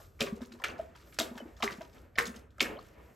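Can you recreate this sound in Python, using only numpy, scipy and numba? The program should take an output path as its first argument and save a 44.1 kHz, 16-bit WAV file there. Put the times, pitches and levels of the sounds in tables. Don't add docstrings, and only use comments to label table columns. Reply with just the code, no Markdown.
import sys
import numpy as np
from scipy import signal
from scipy.fft import rfft, irfft
from scipy.io import wavfile
from scipy.ndimage import uniform_filter1d
from numba import njit

SR = 44100
rng = np.random.default_rng(int(sys.argv[2]) if len(sys.argv) > 2 else 0)


def pcm_store(signal):
    levels = np.round(np.clip(np.atleast_2d(signal), -1, 1) * 32767)
    wavfile.write(sys.argv[1], SR, levels.astype(np.int16).T)


def convert_level_to_amplitude(level_db):
    exponent = np.asarray(level_db, float) / 20
    return 10 ** exponent


N = 138915

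# (time [s], level [dB], middle pitch of the pops [Hz],
#                thud against the slap [dB], spray against the slap [dB]), before the offsets of each layer
TONGUE_SLAPS = [(0.2055, -21, 2705, 0, -10), (0.6386, -14, 2230, -19, -22.5),
                (1.187, -15.5, 3800, -8.5, -12), (1.624, -17, 2253, -9.5, -14),
                (2.1842, -21.5, 1863, -27, -13.5), (2.6042, -10, 2610, -13.5, -21)]
# (time [s], level [dB], middle pitch [Hz], time to fade 60 dB [s], taken as 0.02 or more)
WET_SMACKS = [(0, -42, 724, 0.29), (0.191, -38, 1950, 0.59), (0.268, -26.5, 1635, 0.042),
              (0.365, -44, 4300, 0.12), (.405, -44, 910, 0.48), (0.416, -35, 2330, 0.087),
              (0.517, -45.5, 1290, 0.68), (.597, -38.5, 1074, 0.028), (.616, -34.5, 1000, 0.045),
              (0.7, -46, 1780, 0.14), (0.779, -44, 3340, 0.26), (0.95, -41, 1854, 0.43),
              (1.124, -41, 2110, 0.98), (1.35, -43.5, 980, 0.29), (1.376, -31, 1745, 0.07),
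              (1.565, -43, 3950, 0.31), (1.601, -34, 976, 0.049), (1.699, -35, 1920, 0.44),
              (1.807, -33.5, 1634, 0.13), (1.929, -48, 7400, 0.38), (2.155, -33.5, 3090, 0.016),
              (2.175, -24, 1210, 0.32), (2.255, -24.5, 4500, 0.074), (2.271, -26.5, 7800, 0.045),
              (2.341, -36.5, 1555, 0.15), (2.359, -35, 6000, 0.071), (2.504, -54, 4420, 0.1),
              (2.581, -36, 1330, 0.029), (2.789, -45.5, 3880, 1)]
# (time [s], level [dB], pitch [Hz], length to fade 20 dB [cycles])
SINGLE_POPS = [(0.2095, -7.5, 3300, 2.05), (0.2178, -20, 2490, 9.5), (0.6408, -27, 2630, 1.3),
               (0.647, -26, 1850, 1.4), (.684, -37, 6070, 15), (0.686, -38, 2460, 12), (.712, -39, 1660, 7),
               (1.378, -29.5, 3230, 1.7), (1.189, -17, 4280, 3.8), (1.2, -16.5, 3760, 11),
               (1.628, -23.5, 1170, 7.3), (1.6776, -19, 1994, 7.3), (2.1855, -4.5, 1840, 3.15),
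               (2.190, -8.5, 1930, 2.7), (2.2006, -13.5, 1483, 2), (2.2006, -27, 5860, 4.3),
               (2.255, -30.5, 4300, 7.6), (2.27, -36.5, 6280, 18), (2.363, -48, 6400, 24),
               (2.597, -32, 3010, 6.4), (2.6045, -13, 3550, 5.3), (2.607, -9.5, 2340, 4.2),
               (2.608, -29, 2310, 6.6), (2.658, -27.5, 1690, 9)]
# (time [s], level [dB], starting pitch [Hz], length to fade 20 dB [cycles], pitch rise over that length [share])
GULPS_AND_DROPLETS = [(0.21, -29.5, 226.6, 9.8, 0.065), (0.224, -27, 392, 7.2, -0.023),
                      (.235, -30, 504, 10, 0.29), (.323, -25, 203, 4.8, 0.089),
                      (0.371, -37, 472, 6.8, 0.0011), (0.413, -33.5, 238, 7, 0.03),
                      (.405, -35, 646, 4.2, -0.091), (0.506, -44, 220, 19.8, 0.14),
                      (.535, -36, 291, 3.8, 0.41), (.788, -39, 740, 8.6, -0.095),
                      (.795, -27.5, 642, 11.5, 0.055), (1.19, -37, 224.4, 14.3, 0.025),
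                      (1.203, -31.5, 642, 24, 0.08), (1.31, -31.5, 222, 4.9, 0.098),
                      (1.355, -28, 227, 3.4, -0.025), (1.42, -33.5, 243, 5.2, -0.06),
                      (1.399, -49, 3040, 81, -0.029), (1.404, -29.5, 600, 3.9, -0.0017),
                      (1.41, -31, 450, 3.4, -0.02), (1.455, -31.5, 255, 3.3, 0.5),
                      (1.63, -32.5, 236, 9.7, -0.098), (1.64, -32, 400, 21, 0.023),
                      (1.633, -21.5, 743, 5.3, -0.017), (1.715, -36.5, 191, 3.4, -0.054),
                      (1.783, -32, 222, 2.8, -0.09), (1.808, -38.5, 635, 14.2, 0.09),
                      (2.161, -42, 555, 9.6, 0.48), (2.198, -35.5, 475, 30, -0.0083),
                      (2.272, -38, 218, 6, -0.028), (2.288, -36.5, 213, 6.9, 0.12),
                      (2.358, -40.5, 220, 6.3, -0.044), (2.61, -26.5, 236, 6, -0.00039),
                      (2.615, -28, 368, 9.8, 0.073), (2.694, -32, 200, 1.7, 0.1),
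                      (2.756, -37, 490, 7.8, 0.34), (2.772, -36.5, 527, 9.8, 0.53),
                      (2.769, -45, 3250, 29, -0.18), (2.789, -49, 4260, 27, 0.01),
                      (2.79, -37, 1050, 6.4, 0.23)]
# (frequency [Hz], relative level [dB per Hz])
SPRAY_COLOUR = [(150, -14), (422, -6), (979, -17), (1170, -5), (2810, -9.5), (3920, -11), (8230, -15),
                (9260, -26.5), (11300, -17), (16000, -30)]
# (frequency [Hz], relative level [dB per Hz])
SLOSH_COLOUR = [(80, -0.5), (220, 10), (500, 9), (1000, 0.5), (2500, -3.5), (6000, -32.5)]
# (pitch [Hz], gain alike at both ports [dB], gain opposite at the ports [dB], time to fade 60 dB [s])
BOWL_MODES = [(395, -55.5, -62.5, 0.63), (470.2, -53.5, -68.5, 0.19), (1099, -57.5, -44, 0.29),
              (1170, -52.5, -62, 0.18), (1745, -66.5, -58, 0.28)]
# (frequency [Hz], time to fade 60 dB [s])
ROOM_FADE = [(150, 0.47), (1000, 0.35), (4000, 0.11), (12000, 0.3)]
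# (frequency [Hz], relative level [dB per Hz])
HOUSE_COLOUR = [(25, -14), (64, 10), (123, -3), (476, -14), (840, -22.5), (1480, -22), (3720, -35),
                (8140, -35), (9570, -44.5), (11000, -39), (11900, -29), (16000, -50)]
# (frequency [Hz], gain of the side signal [dB])
STEREO_WIDTH = [(30, -14.5), (150, -17), (500, -6), (1200, -4.5), (3000, -15), (6000, -16.5), (8500, -6),
                (14000, -2)]
# (low edge [Hz], high edge [Hz])
MIDDLE_GAPS = [(8850, 10150), (13800, 15100), (16200, 21000)]
# (low edge [Hz], high edge [Hz])
SIDE_ONLY_GAPS = [(15800, 21000)]

BLOB = 2.0
RING = 1.0


def shape(x, table):
    points = np.array(table, float)
    freqs = np.fft.rfftfreq(x.shape[-1], 1 / SR)
    gain_db = np.interp(np.log(freqs + 1), np.log(points[:, 0]), points[:, 1])
    return irfft(rfft(x) * convert_level_to_amplitude(gain_db), x.shape[-1])


def unit(x):
    return x / np.sqrt(np.mean(x ** 2))


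def walk(rate):
    hold = int(SR / rate)
    steps = np.repeat(rng.standard_normal(N // hold + 1), hold)
    return 1.625 * uniform_filter1d(uniform_filter1d(steps, hold), hold)[:N]


def fade(start, t60, attack_s):
    t = np.clip(np.arange(N) / SR - start, 0, None)
    return (1 - np.exp(-t / attack_s)) * np.exp(-np.log(1000) * t / max(t60, .02))


def stereo(mid, side):
    side = shape(side, STEREO_WIDTH)
    return np.array([mid + side, mid - side])


@njit
def grains(rows, swell_cycles, outline):
    out = np.zeros(N)
    for start, size, hz, cycles, rise in rows:
        first = int(start * SR)
        span = max(cycles, .5) * SR / hz
        phase = 0.
        for i in range(min(int(3 * span), N - first)):
            phase += 2 * np.pi * min(hz * (1 + rise * i / span), .45 * SR) / SR
            decay = np.exp(-2.3 * (i / span) ** outline)
            swell = 1 - np.exp(-i * hz / SR / swell_cycles)
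            out[first + i] += size * np.sin(phase) * decay * swell
    return out


def table_grains(table, rise, swell_cycles, outline):
    t = np.array(table, float)
    rises = rise + 0 * t[:, 0]
    rows = np.column_stack([t[:, 0], convert_level_to_amplitude(t[:, 1]), t[:, 2], t[:, 3], rises])
    return grains(rows, swell_cycles, outline)


def burst(start, db, hz, mean_s, cycles, rise, thin_db, count):
    scatter_db, spread_oct = 3, 0.562
    chance = rng.random((count, 2)).T
    luck = rng.standard_normal((count, 3)).T
    late = -np.log(1 - chance[0])
    size = convert_level_to_amplitude(db - thin_db * late + scatter_db * luck[0]) * np.sign(chance[1] - .5)
    pitch = np.clip(hz * 2 ** (spread_oct * luck[1]), 100, 15000)
    return np.column_stack([start + mean_s * late, size, pitch, cycles * 1.355 ** luck[2], rise + 0 * late])


def splashes():
    sharp, soft = [], []
    for s, db, hz, thud_db, _ in TONGUE_SLAPS:
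        sharp.append(burst(s, db - 8, hz, 0.013, 5.04, 0.303, 7.1, count=40))
        sharp.append(burst(s + 0.00359, db + thud_db - 9.5, 488.6, .02, 5.37, .15, 6.1, count=24))
        soft.append(burst(s + 0.014, db - 23.0, hz, 0.045, 6.6, 0.045, 6.0, count=50))
    for s, db, hz, _ in WET_SMACKS:
        soft.append(burst(s, db - 13.5, hz, 0.011, 9.7, 0.066, 10.5, count=30))
    for s, db, hz, _, _ in GULPS_AND_DROPLETS:
        if hz < 1000:
            soft.append(burst(s, db - 11, 2 * hz, .018, 3.45, .2, 5.2, count=8))
    return grains(np.vstack(sharp), 0.69, 0.67) + grains(np.vstack(soft), 2.4, BLOB)


def pops():
    click_db, click_ratio = -14, 1.9
    clicks = [(s, db + click_db, hz * click_ratio, 1.2) for s, db, hz, _ in SINGLE_POPS]
    return -table_grains(SINGLE_POPS, 0.015, 0.16, RING) - table_grains(clicks, 0, 0.24, RING)


def gulps_and_droplets():
    rises = np.array(GULPS_AND_DROPLETS)[:, 4]
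    return table_grains(GULPS_AND_DROPLETS, rises, 1.68, BLOB) * convert_level_to_amplitude(2.05 * walk(90))


def spray():
    slap_t60_s, smack_db, bright_db_per_oct = 0.12, -18, 0.5
    slosh_db, slosh_t60_s, side_db = -38, 1.32, 0.5
    slaps = sum(convert_level_to_amplitude(db + spray_db) * fade(s, slap_t60_s, 0.00036) for s, db, _, _, spray_db in TONGUE_SLAPS)
    smack_fades = [fade(s, t60, 0.0037) for s, _, _, t60 in WET_SMACKS]
    out = 0
    for band, tilt in (([60, 2500], -1), ([2500, 6000], 1), ([6000, 20000], 1.2)):
        level = slaps
        for smack, (_, db, hz, _) in zip(smack_fades, WET_SMACKS):
            bright_db = tilt * bright_db_per_oct * np.log2(hz / 2000)
            level = level + convert_level_to_amplitude(db + smack_db + bright_db) * smack
        noise = [unit(shape(rng.standard_normal(N) * convert_level_to_amplitude(4.9 * walk(300)), SPRAY_COLOUR)) for _ in range(2)]
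        sos = signal.butter(2, band, "band", fs=SR, output="sos")
        out = out + level * convert_level_to_amplitude(1.8 * walk(60)) * signal.sosfilt(sos, noise)
    slosh = sum(convert_level_to_amplitude(db + slosh_db) * fade(s, slosh_t60_s, 0.011) for s, db, _, _, _ in TONGUE_SLAPS)
    slosh = slosh * convert_level_to_amplitude(4.67 * walk(24.655))
    water = np.array([unit(shape(rng.standard_normal(N), SLOSH_COLOUR)) for _ in range(2)])
    out = out + slosh * water
    return stereo(out[0], convert_level_to_amplitude(side_db) * out[1])


def bowl(x):
    t = np.arange(SR // 2) / SR
    ring = 0
    for hz, even_db, opposite_db, t60 in BOWL_MODES:
        gains = convert_level_to_amplitude(even_db) + convert_level_to_amplitude(opposite_db) * np.array([[1], [-1]])
        ring = ring + np.sin(2 * np.pi * hz * t) * convert_level_to_amplitude(-60 * t / t60) * gains
    return signal.fftconvolve(ring, x[None], axes=1)[:, :N]


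def room(x):
    room_db, side_db, delay_s = -7.5, 3.5, 0.00083
    t = np.arange(SR) / SR
    hz, t60 = np.array(ROOM_FADE).T
    tail = 0
    for f in 60 * 2 ** np.arange(0, 8.1, .5):
        sos = signal.butter(1, [f / 1.19, f * 1.19], "band", fs=SR, output="sos")
        decay = convert_level_to_amplitude(-60 * t / np.interp(np.log(f), np.log(hz), t60))
        tail = tail + signal.sosfilt(sos, rng.standard_normal((2, SR))) * decay
    tail = tail * np.clip(t / delay_s - 1, 0, 1)
    tail = tail / np.sqrt(np.sum(tail[0] ** 2))
    both = stereo(tail[0], convert_level_to_amplitude(side_db) * tail[1])
    return convert_level_to_amplitude(room_db) * signal.fftconvolve(both, x[None], axes=1)[:, :N]


def house():
    house_db, treble_swell_db = -58, 4
    swell = walk(rate=14)
    noise = shape(rng.standard_normal((2, N)), HOUSE_COLOUR)
    out = 0
    for f in 30 * 2 ** np.arange(0, 9.1, .5):
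        sos = signal.butter(2, [f / 1.19, f * 1.19], "band", fs=SR, output="sos")
        flicker_db = treble_swell_db * min(f / 5000, 1) * swell + 1.5 * walk(7.1)
        out = out + signal.sosfiltfilt(sos, noise) * convert_level_to_amplitude(flicker_db)
    return convert_level_to_amplitude(house_db) * stereo(*(out / np.sqrt(np.mean(out[0] ** 2))))


def scene():
    left_over_right_db, gulp_room_db = 0.3, -10
    near = splashes() + pops()
    blobs = gulps_and_droplets()
    wide = spray()
    echo = room(near + convert_level_to_amplitude(gulp_room_db) * blobs + wide.mean(axis=0))
    balance = convert_level_to_amplitude(np.array([[left_over_right_db], [-left_over_right_db]]) / 2)
    return (near + blobs) * balance + wide + echo + bowl(near) + house()


def roll_off(x):
    return signal.sosfilt(signal.butter(12, 16940, fs=SR, output="sos"), x)


def record(dry):
    parts = [(dry[0] + dry[1]) / 2, (dry[0] - dry[1]) / 2]
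    for k, gaps in enumerate((MIDDLE_GAPS, SIDE_ONLY_GAPS)):
        for gap in gaps:
            sos = signal.butter(3, gap, "bandstop", fs=SR, output="sos")
            parts[k] = signal.sosfiltfilt(sos, parts[k])
    mix = np.array([parts[0] + parts[1], parts[0] - parts[1]])
    return roll_off(mix)


dry = scene()
out = record(dry)
pcm_store(out)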